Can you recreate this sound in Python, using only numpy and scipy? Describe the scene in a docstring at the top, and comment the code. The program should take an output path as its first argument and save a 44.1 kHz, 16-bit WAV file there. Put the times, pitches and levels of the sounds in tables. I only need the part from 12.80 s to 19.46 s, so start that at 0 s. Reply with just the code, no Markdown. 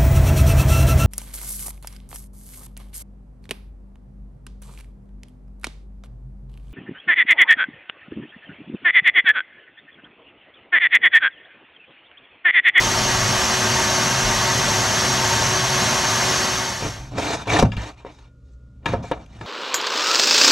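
"""In a home workshop a small lathe and its dust extractor roar, then fade away: coloured noise, a fan whine
and a shaking bench. At a table a hand saw cuts a turned wooden piece in a plastic mitre box: gritty noise.
The offcut drops, and the piece is lifted, knocked back into the box and slid into place: ringing modes
and more gritty noise. Room air and faint hum lie behind it all."""
import sys
import numpy as np
from scipy import signal
from scipy.fft import rfft, irfft, next_fast_len
from scipy.io import wavfile
from scipy.ndimage import uniform_filter1d, map_coordinates

SR = 44100
rng = np.random.default_rng(int(sys.argv[2]) if len(sys.argv) > 2 else 0)


def to_wav(sig):
    """Store sig (one row per channel, or 1-D mono) as 16-bit WAV at the path in sys.argv[1].

    Samples outside -1..1 are clipped; the rate is SR.
    """
    pcm = np.clip(np.atleast_2d(sig), -1, 1) * 32767
    pcm = np.round(pcm).astype(np.int16)
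    wavfile.write(sys.argv[1], SR, pcm.T)  # frames by channels


N = 293706


def machines():
    """Roar and whine rise and fall together, while the bench adds its low shaking."""
    # loudness of the machines: start_s, relative level_db
    loudness = [(0, -25.5), (1.5, -25.5), (3.45, -25.5), (3.67, -26.5), (3.88, -30.5), (3.98, -34.5),
                (4.09, -37.5), (4.16, -43.5), (4.34, -61.5)]
    level_db = level_curve(loudness)
    gain = amp(level_db + 6 + 0.24 * wobble(9))
    balance = amp([[.15], [-.15]])  # a touch louder on the left
    return gain * balance * (air_roar() + fan_whine()) + bench(level_db, stop_s=loudness[-1][0])


def air_roar():
    """Air and bearing noise, coloured by resonances and reflections of the housings."""
    # air and bearings: pitch_hz, relative density_db (per Hz)
    air = [(15, -45), (25, -24.5), (74, -3), (114, -9), (161, -6), (233, -6), (321, -11.5), (367, -7.5),
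           (466, -11.5), (906, -5.5), (3710, -12), (6310, -9.5), (8240, -21), (12300, -33), (14400, -44)]
    # housing and bed resonances, negative where reflections cancel: pitch_hz, width_hz, lift_db
    housing = [(120, 39, -4.5), (223, 84, 4.5), (562, 27, 3), (618.5, 101, 7.5), (916.5, 31, 10),
               (1027, 20, 2), (1108, 33, 4.5), (1170, 50, 4.5), (1560, 110, 6), (1750, 130, 4),
               (1970, 180, 2.5), (2312, 49, -6.5), (2714, 75, -6), (2765, 41, 7.5), (2950, 150, 1.5),
               (3410, 55, 2.5), (3620, 80, -2.5), (3860, 150, -2), (4050, 200, 3), (4470, 72, 6.5),
               (4930, 350, -3.5), (5365, 440, 4.5), (5694, 80, 5), (6100, 64, 6.5), (6445, 120, 7),
               (7220, 64, 5.5), (7700, 80, 5), (12040, 2200, 6.5)]
    # the part that differs between the ears: pitch_hz, relative density_db (per Hz)
    ear_difference = [(35, -38.5), (60, -13.5), (143, -20), (351, -8.5), (462, -11), (530, -6), (984, -3.5),
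                      (1130, -2.5), (2350, -8.5), (3400, -1.5), (5010, -34), (7070, -9), (8310, -16),
                      (12800, -21), (14400, -26)]
    echoes = rng.standard_normal(SR // 2)

    def ripple(hz):  # many walls add fine ripples to the colour, deeper in the treble
        return amp(2.87 * hz / (hz + 1500) * map_coordinates(echoes, [hz / 35]))

    roar = rush(lambda hz: lifted(air, housing, hz) * ripple(hz),
                lambda hz: amp(along(ear_difference, hz) - 11.5), grit_db=1.5)
    return patchy(roar, depth_db=0.94)


def fan_whine():
    """The extractor fan's slightly unsteady pitch and its multiples."""
    # partials: multiple of the fan pitch, relative level_db
    partials = [(1, 7), (2, 3), (3, -2), (6, -7)]
    fan_hz = 372.7 * (1 + 0.00412 * wobble(7))
    turns = 2 * np.pi * np.cumsum(fan_hz) / SR
    return sum(amp(db - 20.0 + 0.88 * wobble(11)) * np.sin(k * turns) for k, db in partials)


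def bench(level_db, stop_s):
    """Steady rattle follows the machines, jolts excite rattle and slow sway, and the lathe bed drones."""
    # bench jolts: start_s, level_db, t60_s
    jolt_rows = [(0.0, -35, 3.2), (1.44, -26.5, 0.28), (1.56, -42.5, 4.4), (4.2, -39, 1)]
    # bench rattle: pitch_hz, relative density_db (per Hz)
    rattle_colour = [(15, -25.5), (30, -11), (55, -2.5), (80, -27), (120, -120)]
    # lathe bed: pitch_hz, relative density_db (per Hz)
    bed_colour = [(70, -39), (97, -15.5), (107, 3), (117, -4), (129, 1), (148, -17.5), (200, -39),
                  (300, -120)]
    # loudness of the bed drone: start_s, level_db
    bed_loudness = [(0.0, -33.5), (0.51, -26.5), (0.62, -39), (0.94, -26.5), (0.99, -36), (1.26, -30),
                    (2.62, -30.5), (3.06, -27.5), (3.23, -45), (3.28, -31), (3.92, -38), (4.07, -39),
                    (4.13, -47), (4.34, -37)]
    shake_db, rise_s, sway_hz = -30, .02, 34.6
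    t = np.arange(N) / SR
    jolts = np.zeros(N)
    for s, db, t60 in jolt_rows:
        rise = np.clip((t - s) / rise_s + 1, 0, 1)
        jolts += amp(db - 60 * np.abs(t - s) / t60) * rise
    jolts = jolts * (t < stop_s)
    sway_turns = 2 * np.pi * np.cumsum(sway_hz * (1 + .1 * wobble(6))) / SR
    sway = jolts * np.sin(sway_turns)
    rattle = (amp(level_db + shake_db) + jolts) * drone(rattle_colour, steady=.6)
    bed = amp(level_curve(bed_loudness)) * drone(bed_colour, steady=0.52)
    return sway + rattle + bed


def rubbing():
    """Teeth and sliding wood catch in gritty clumps; the box and table rumble along."""
    # teeth and wood: pitch_hz, relative density_db (per Hz)
    scrape_colour = [(530, -31), (900, 3), (1110, -3.5), (1260, -3), (1580, -4.5), (2370, -7), (2730, -8.5),
                     (3830, -11), (4780, -19), (6540, -23.5), (14600, -53)]
    # blade and wall resonances: pitch_hz, width_hz, lift_db
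    blade = [(1190, 38, 1), (1810, 49, 8), (2353, 160, 8.5), (2825, 80, 5.5), (3710, 160, 6.5),
             (4800, 300, -4), (5660, 360, 3), (6360, 250, 4.5), (7600, 200, 6)]
    # box under the blade: pitch_hz, relative density_db (per Hz)
    body = [(130, -37.5), (220, -14), (292, 2), (384, -7), (596, -4), (686, 0), (1100, -12), (1260, -11),
            (1600, -20.5), (2080, -47), (3520, -120)]
    # box walls under rubbing: pitch_hz, width_hz, lift_db
    walls = [(300, 40, 3.5), (421, 47, 5), (773, 33, 1.5)]
    # table under the box: pitch_hz, relative density_db (per Hz)
    table_colour = [(20, -30.5), (58, -14), (90, -13), (108, -3.5), (128, -12), (240, -15.5), (320, -33.5),
                    (530, -120)]
    rasp_gain, hiss_gain, box_gain, table_gain = rub_gains()
    catches = amp(1.4 * wobble(110))
    scrape = catches * patchy(near(lambda hz: lifted(scrape_colour, blade, hz), grit_db=1.5), depth_db=3)
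    hiss = filtered(scrape, lambda hz: 1 / (1 + (4500 / (hz + 1)) ** 8))  # the part above 4500 Hz
    rasp = scrape - hiss
    box = catches * patchy(near(lambda hz: lifted(body, walls, hz), grit_db=1.5), depth_db=1.0)
    table = drone(table_colour, steady=0.5)
    return rasp_gain * unit(rasp) + hiss_gain * unit(hiss) + box_gain * unit(box) + table_gain * table


def rub_gains():
    """Gains of rasp, hiss, box and table: each row rises, swells or sags, then dies away."""
    # saw strokes, slides, rustles, the rumble of a resting hand and rattle dying after blows:
    # start_s, rise_s (over 30 dB), length_s, rasp_db, swell_db (over the length),
    # then hiss_db, box_db and table_db against the rasp
    rub_rows = [(4.03, .02, 0.039, -36, 0.5, -8, 4, 7), (4.14, .03, .15, -48.5, -5, -11, 2.5, 7),
                (4.32, .04, 0.071, -48.5, 7, -9, 7, 13), (4.385, 0.037, 0.16, -32.5, 4, -4.5, 2, -5),
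                (4.57, .03, .055, -39, 1.5, -6, 0, -1), (4.658, .008, .004, -39.5, 1, -12.5, -4, -0.5),
                (4.673, .008, 0.054, -34, 11, -7.5, 0.5, -1), (4.735, .04, 0.035, -23.5, 1, -7.5, 4.5, -4),
                (4.79, 0.014, 0.011, -23, -0.5, -3, 7, 3.5), (4.83, .01, 0.027, -34.5, -4.5, -17, 12.5, 24),
                (4.919, .008, 0.013, -40.5, 3, -13, -5, 7), (4.972, .008, 0.035, -34, -5.5, -13.5, -3, 1),
                (5.019, .05, 0.074, -39, 0.5, -7.5, 1, -7), (5.18, .035, 0.048, -52, -3.5, -12, -3, -7),
                (5.255, .015, 0.046, -49, -0.5, -14.5, 1, -8), (5.32, .04, 0.057, -58.5, -5, -3, -2, 5),
                (5.39, .03, 0.083, -54, -9, -8, -4, -9), (5.65, .05, 0.09, -82.5, 4.5, 5, 1, 22),
                (5.8, .05, .2, -91, 8, -5, 9, 34), (6.03, .03, 0.022, -66, 4, -22, 8, 16),
                (6.065, 0.0097, 0.0092, -23.5, -9.5, -14, 2, -3),
                (6.085, .03, 0.05, -37, 2, -12.5, 3.5, 8.5),
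                (6.142, 0.0091, 0.013, -36, -8.5, -20, 14.5, 15),
                (6.17, .03, .05, -54, -2.5, -10, 16, 25.5), (6.23, .015, .07, -47, -0.5, -6, -2, 5),
                (6.32, 0.009, 0.013, -27, -12.5, -21, 8.5, -2), (6.345, .03, 0.058, -52.5, -5, -8, 12, 12),
                (6.412, .015, 0.033, -53, -3, -9, 6, 11), (6.48, .05, 0.12, -62.5, 10.5, -7, 1.5, 11),
                (6.612, .008, 0.054, -43.5, -2, -12, 4, 6)]
    # speed of dying away, in db_per_s: rasp, hiss, box, table
    release = [420, 446, 380, 260]
    t = np.arange(0, N / SR, 1 / 2000)
    power = np.zeros((4, len(t)))
    for s, rise_s, length_s, db, swell_db, *layers_db in rub_rows:
        end = s + length_s
        rising_db = -30 * np.maximum(s - t, 0) / rise_s
        held_db = db + np.interp(t, [s, end], [0, swell_db]) + rising_db
        dying_db = np.outer(release, np.maximum(t - end, 0))
        power += amp(held_db + np.array([0, *layers_db])[:, None] - dying_db) ** 2
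    return [np.interp(np.arange(N) / SR, t, gain) for gain in np.sqrt(power)]


def knocks():
    """Every contact cracks, rings the box modes near a pitch set by its hardness, and thumps the table."""
    # contacts: start_s, relative ring_db, best excited pitch_hz, damping by the hand (1 = free),
    # crack_db (before its filter), relative table thump_db, pan_db (positive = left)
    contacts = [(4.024, -16, 600, 1.5, -39, -36, -1), (4.053, -18, 300, 1.2, -36, -25, 0.5),
                (4.383, -8.5, 604, 1.3, -29, -45, -1.5), (4.545, -29, 2500, 2, -38.5, -45, 6),
                (4.671, -15, 705, 0.53, -44, -36, 1), (4.797, -12, 4500, 1.2, -26.5, -34, 6),
                (4.826, 2.5, 590, 2.1, -21.5, -11, 3.5), (4.919, -21.5, 2500, 1, -50, -37, 4),
                (4.967, -23.5, 2650, 1, -39, -15.5, 4.5), (5.249, -17.5, 527, 2.8, -55, -55, 1.2),
                (5.264, -22, 563, 1.43, -55.5, -53, 3), (6.046, -36, 800, 1.2, -62.5, -50, -1),
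                (6.058, -6.5, 1550, 1, -27.5, -26, 4.5), (6.136, -7, 630, 1.07, -42.5, -38, 0),
                (6.241, -19, 700, 1.4, -53, -41, 2), (6.314, -5, 710, 1.4, -32.5, -29, 1.5),
                (6.461, -42, 4500, 1.3, -51, -60, 4.5), (6.612, -21, 1300, 2, -51, -44, 2)]
    # plastic box and wood: pitch_hz, relative level_db, t60_s (of a free ring)
    box_modes = [(302, -2.5, 0.093), (442, -1, 0.13), (538, 8, 0.062), (699.6, -1, 0.13), (930, 1, 0.099),
                 (1040, 1.5, 0.05), (1295, -3, 0.095), (1695, 1, 0.098), (2120, -10.5, 0.076),
                 (2390, 3.5, 0.043), (2770, 8, 0.032), (3230, 0, 0.04), (3460, -8, 0.06),
                 (3830, -8.5, 0.015), (4820, 3, 0.025), (6600, -3.5, 0.047)]
    # table: pitch_hz, relative level_db, t60_s
    table_modes = [(57.4, -5, 0.22), (105.4, -6.5, 0.38), (176, -10, 0.11), (260, -15.5, 0.087)]
    out, t = np.zeros((2, N + SR)), np.arange(SR // 2) / SR
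    dull = signal.butter(2, [1200, 7000], "bandpass", fs=SR, output="sos")
    for s, db, best_hz, damping, crack_db, thump_db, pan_db in contacts:
        struck = [(hz, level - 7 * np.log2(hz / best_hz) ** 2, t60 / damping) for hz, level, t60 in box_modes]
        crack = amp(crack_db - 60 * t / 0.029) * signal.sosfilt(dull, rng.standard_normal(len(t)))
        box = amp(db - 13) * ring(struck, t, flutter_db=1.0) * (1 - np.exp(-t / 0.00037))
        table = amp(thump_db) * ring(table_modes, t, flutter_db=2.5) * (1 - np.exp(-t / .003))
        pan = amp([[pan_db / 2], [-pan_db / 2]])
        out[:, round(s * SR):][:, :len(t)] += (box + crack) * pan + table
    return out[:, :N]


def ring(modes, t, flutter_db):
    """One blow: each mode at a new strength, fluttering as the parts rattle together."""
    out = np.zeros(len(t))
    for hz, db, t60 in modes:
        flutter = np.interp(t * 160, np.arange(len(t)), rng.standard_normal(len(t)))  # 160 knots a second
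        level_db = db + rng.normal(0, 2) + flutter_db * flutter - 60 * t / t60
        out += amp(level_db) * np.sin(2 * np.pi * hz * t)
    return out


def room(x):
    """The workshop's answer: each frequency dies at its own speed, and the bass is alike in both ears."""
    # decay of the workshop: pitch_hz, t60_s
    decay = [(150, .3), (1500, 0.38), (10000, 0.49)]
    hz, t, z = signal.stft(rng.standard_normal((2, SR // 2)), SR, nperseg=256)
    tail = signal.istft(z * amp(-60 * t / along(decay, hz)[:, None]), SR, nperseg=256)[1]
    difference = np.pad(tail - tail[0], ((0, 0), (0, N)))
    difference = filtered(difference, lambda hz: hz / (hz + 500))[:, :tail.shape[1]]
    tail = tail[0] + difference
    return signal.fftconvolve(x, tail / np.linalg.norm(tail[0]), axes=1)[:, :N]


def quiet():
    """Room air as coloured noise, and faint electrical tones of wavering level."""
    # room air: pitch_hz, relative density_db (per Hz)
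    air = [(15, -53), (25, -22.5), (42, -10.5), (65, 1), (87, -27), (129, -16), (213, -29), (599, -33),
           (722, -60), (1400, -40.5), (1560, -55.5), (7030, -59), (14000, -78)]
    # room tones: pitch_hz, level_db (rms, before the wavering)
    hum = [(59.5, -58), (119, -55.5), (181, -73.5), (267, -65), (1423, -73.5)]
    t = np.arange(N) / SR
    tones = sum(np.sqrt(2) * amp(db + 2.3 * wobble(8.9)) * np.sin(2 * np.pi * hz * t) for hz, db in hum)
    return tones + amp(-47) * near(lambda hz: amp(along(air, hz)), grit_db=0)


def near(gain, grit_db):
    """Stereo noise for the table sounds and room air: the ears differ mostly in the upper bands."""
    # difference between the ears: pitch_hz, side_db against mid
    ear_difference = [(60, -38.5), (110, -45.5), (200, -25.5), (370, -20.5), (680, -8.5), (1250, -5.5),
                      (2290, -9.5), (4210, -9), (7730, -11), (14200, -1)]
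    return rush(gain, lambda hz: gain(hz) * amp(along(ear_difference, hz)), grit_db)


def rush(mid_gain, side_gain, grit_db):
    """Stereo noise of rms 1 with grains; the right ear mostly hears the source first, by unequal paths."""
    path_share, path_scatter_rad, path_top_hz = .65, .7, 6000  # above the top the difference is diffuse
    grit = amp(grit_db * np.minimum(rng.exponential(size=N), 4))  # single samples stand out as grains
    pair = rng.standard_normal((2, N)) * grit
    paths = rng.standard_normal(SR // 2)

    def responses(hz):
        share = path_share / (1 + (hz / path_top_hz) ** 4)
        lead = -1j * np.exp(1j * path_scatter_rad * map_coordinates(paths, [hz / 60]))
        direct_gain = np.sqrt(share) * side_gain(hz) * lead
        diffuse_gain = np.sqrt(1 - share) * side_gain(hz)
        return np.array([mid_gain(hz), direct_gain, diffuse_gain])

    mid, direct, diffuse = filtered(pair[[0, 0, 1]], responses)
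    return unit(np.array([mid + direct + diffuse, mid - direct - diffuse]))


def patchy(x, depth_db):
    """Random patches of gain over time and pitch, the same in both ears."""
    z = signal.stft(x, nperseg=256)[2]
    field = uniform_filter1d(rng.standard_normal(z.shape[1:]), size=2, axis=0)  # over pitch
    field = uniform_filter1d(field, size=8, axis=1)  # over time
    return signal.istft(z * amp(depth_db * unit(field)), nperseg=256)[1][:, :N]


def drone(spectrum, steady):
    """A low resonance kept ringing: narrow noise of rms 1, its swells evened out by the share steady."""
    x = filtered(rng.standard_normal(N), lambda hz: amp(along(spectrum, hz)))
    swell = np.abs(signal.hilbert(x, next_fast_len(N))[:N])
    return unit(x / (swell + 0.21 * np.mean(swell)) ** steady)


def amp(db):
    """Decibels to gain."""
    return 10 ** (np.asarray(db) / 20)


def unit(x):
    """Scaled to rms 1."""
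    return x / np.sqrt(np.mean(x ** 2) + 1e-20)


def along(points, hz):
    """Value at each frequency, from (pitch_hz, value) points on a log axis."""
    f, v = np.transpose(points)
    return np.interp(np.log(hz + 1), np.log(f + 1), v)


def lifted(spectrum, peaks, hz):
    """Gain of a smooth spectrum with resonant bumps on it."""
    bumps_db = sum(db / (1 + (2 * (hz - c) / w) ** 2) for c, w, db in peaks)
    return amp(along(spectrum, hz) + bumps_db)


def level_curve(rows):
    """Level in dB at each sample, from (start_s, level_db) rows, down at -120 dB outside them."""
    s, db = np.transpose(rows)
    return np.interp(np.arange(N) / SR, s, db, left=-120, right=-120)


def wobble(rate):
    """A smooth random curve, rate knots a second."""
    return map_coordinates(rng.standard_normal(int(N * rate / SR) + 4), [np.arange(N) * rate / SR])


def filtered(x, response):
    """x shaped by a response of frequency."""
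    m = next_fast_len(N + 8192)
    return irfft(rfft(x, m) * response(np.fft.rfftfreq(m, 1 / SR)), m)[..., :N]


def scene():
    """Machines, handwork at the table with the room answering the knocks, and the quiet room."""
    blows = knocks()
    return machines() + rubbing() + blows + amp(-15.5) * room(blows) + quiet()


def record(dry):
    """The recorder rounds the loudest peaks and keeps nothing above its band limit."""
    top_hz = 14500
    soft = dry / (1 + np.abs(dry) ** 8) ** (1 / 8)
    return filtered(soft, lambda hz: hz < top_hz)


dry = scene()
out = record(dry)
to_wav(out)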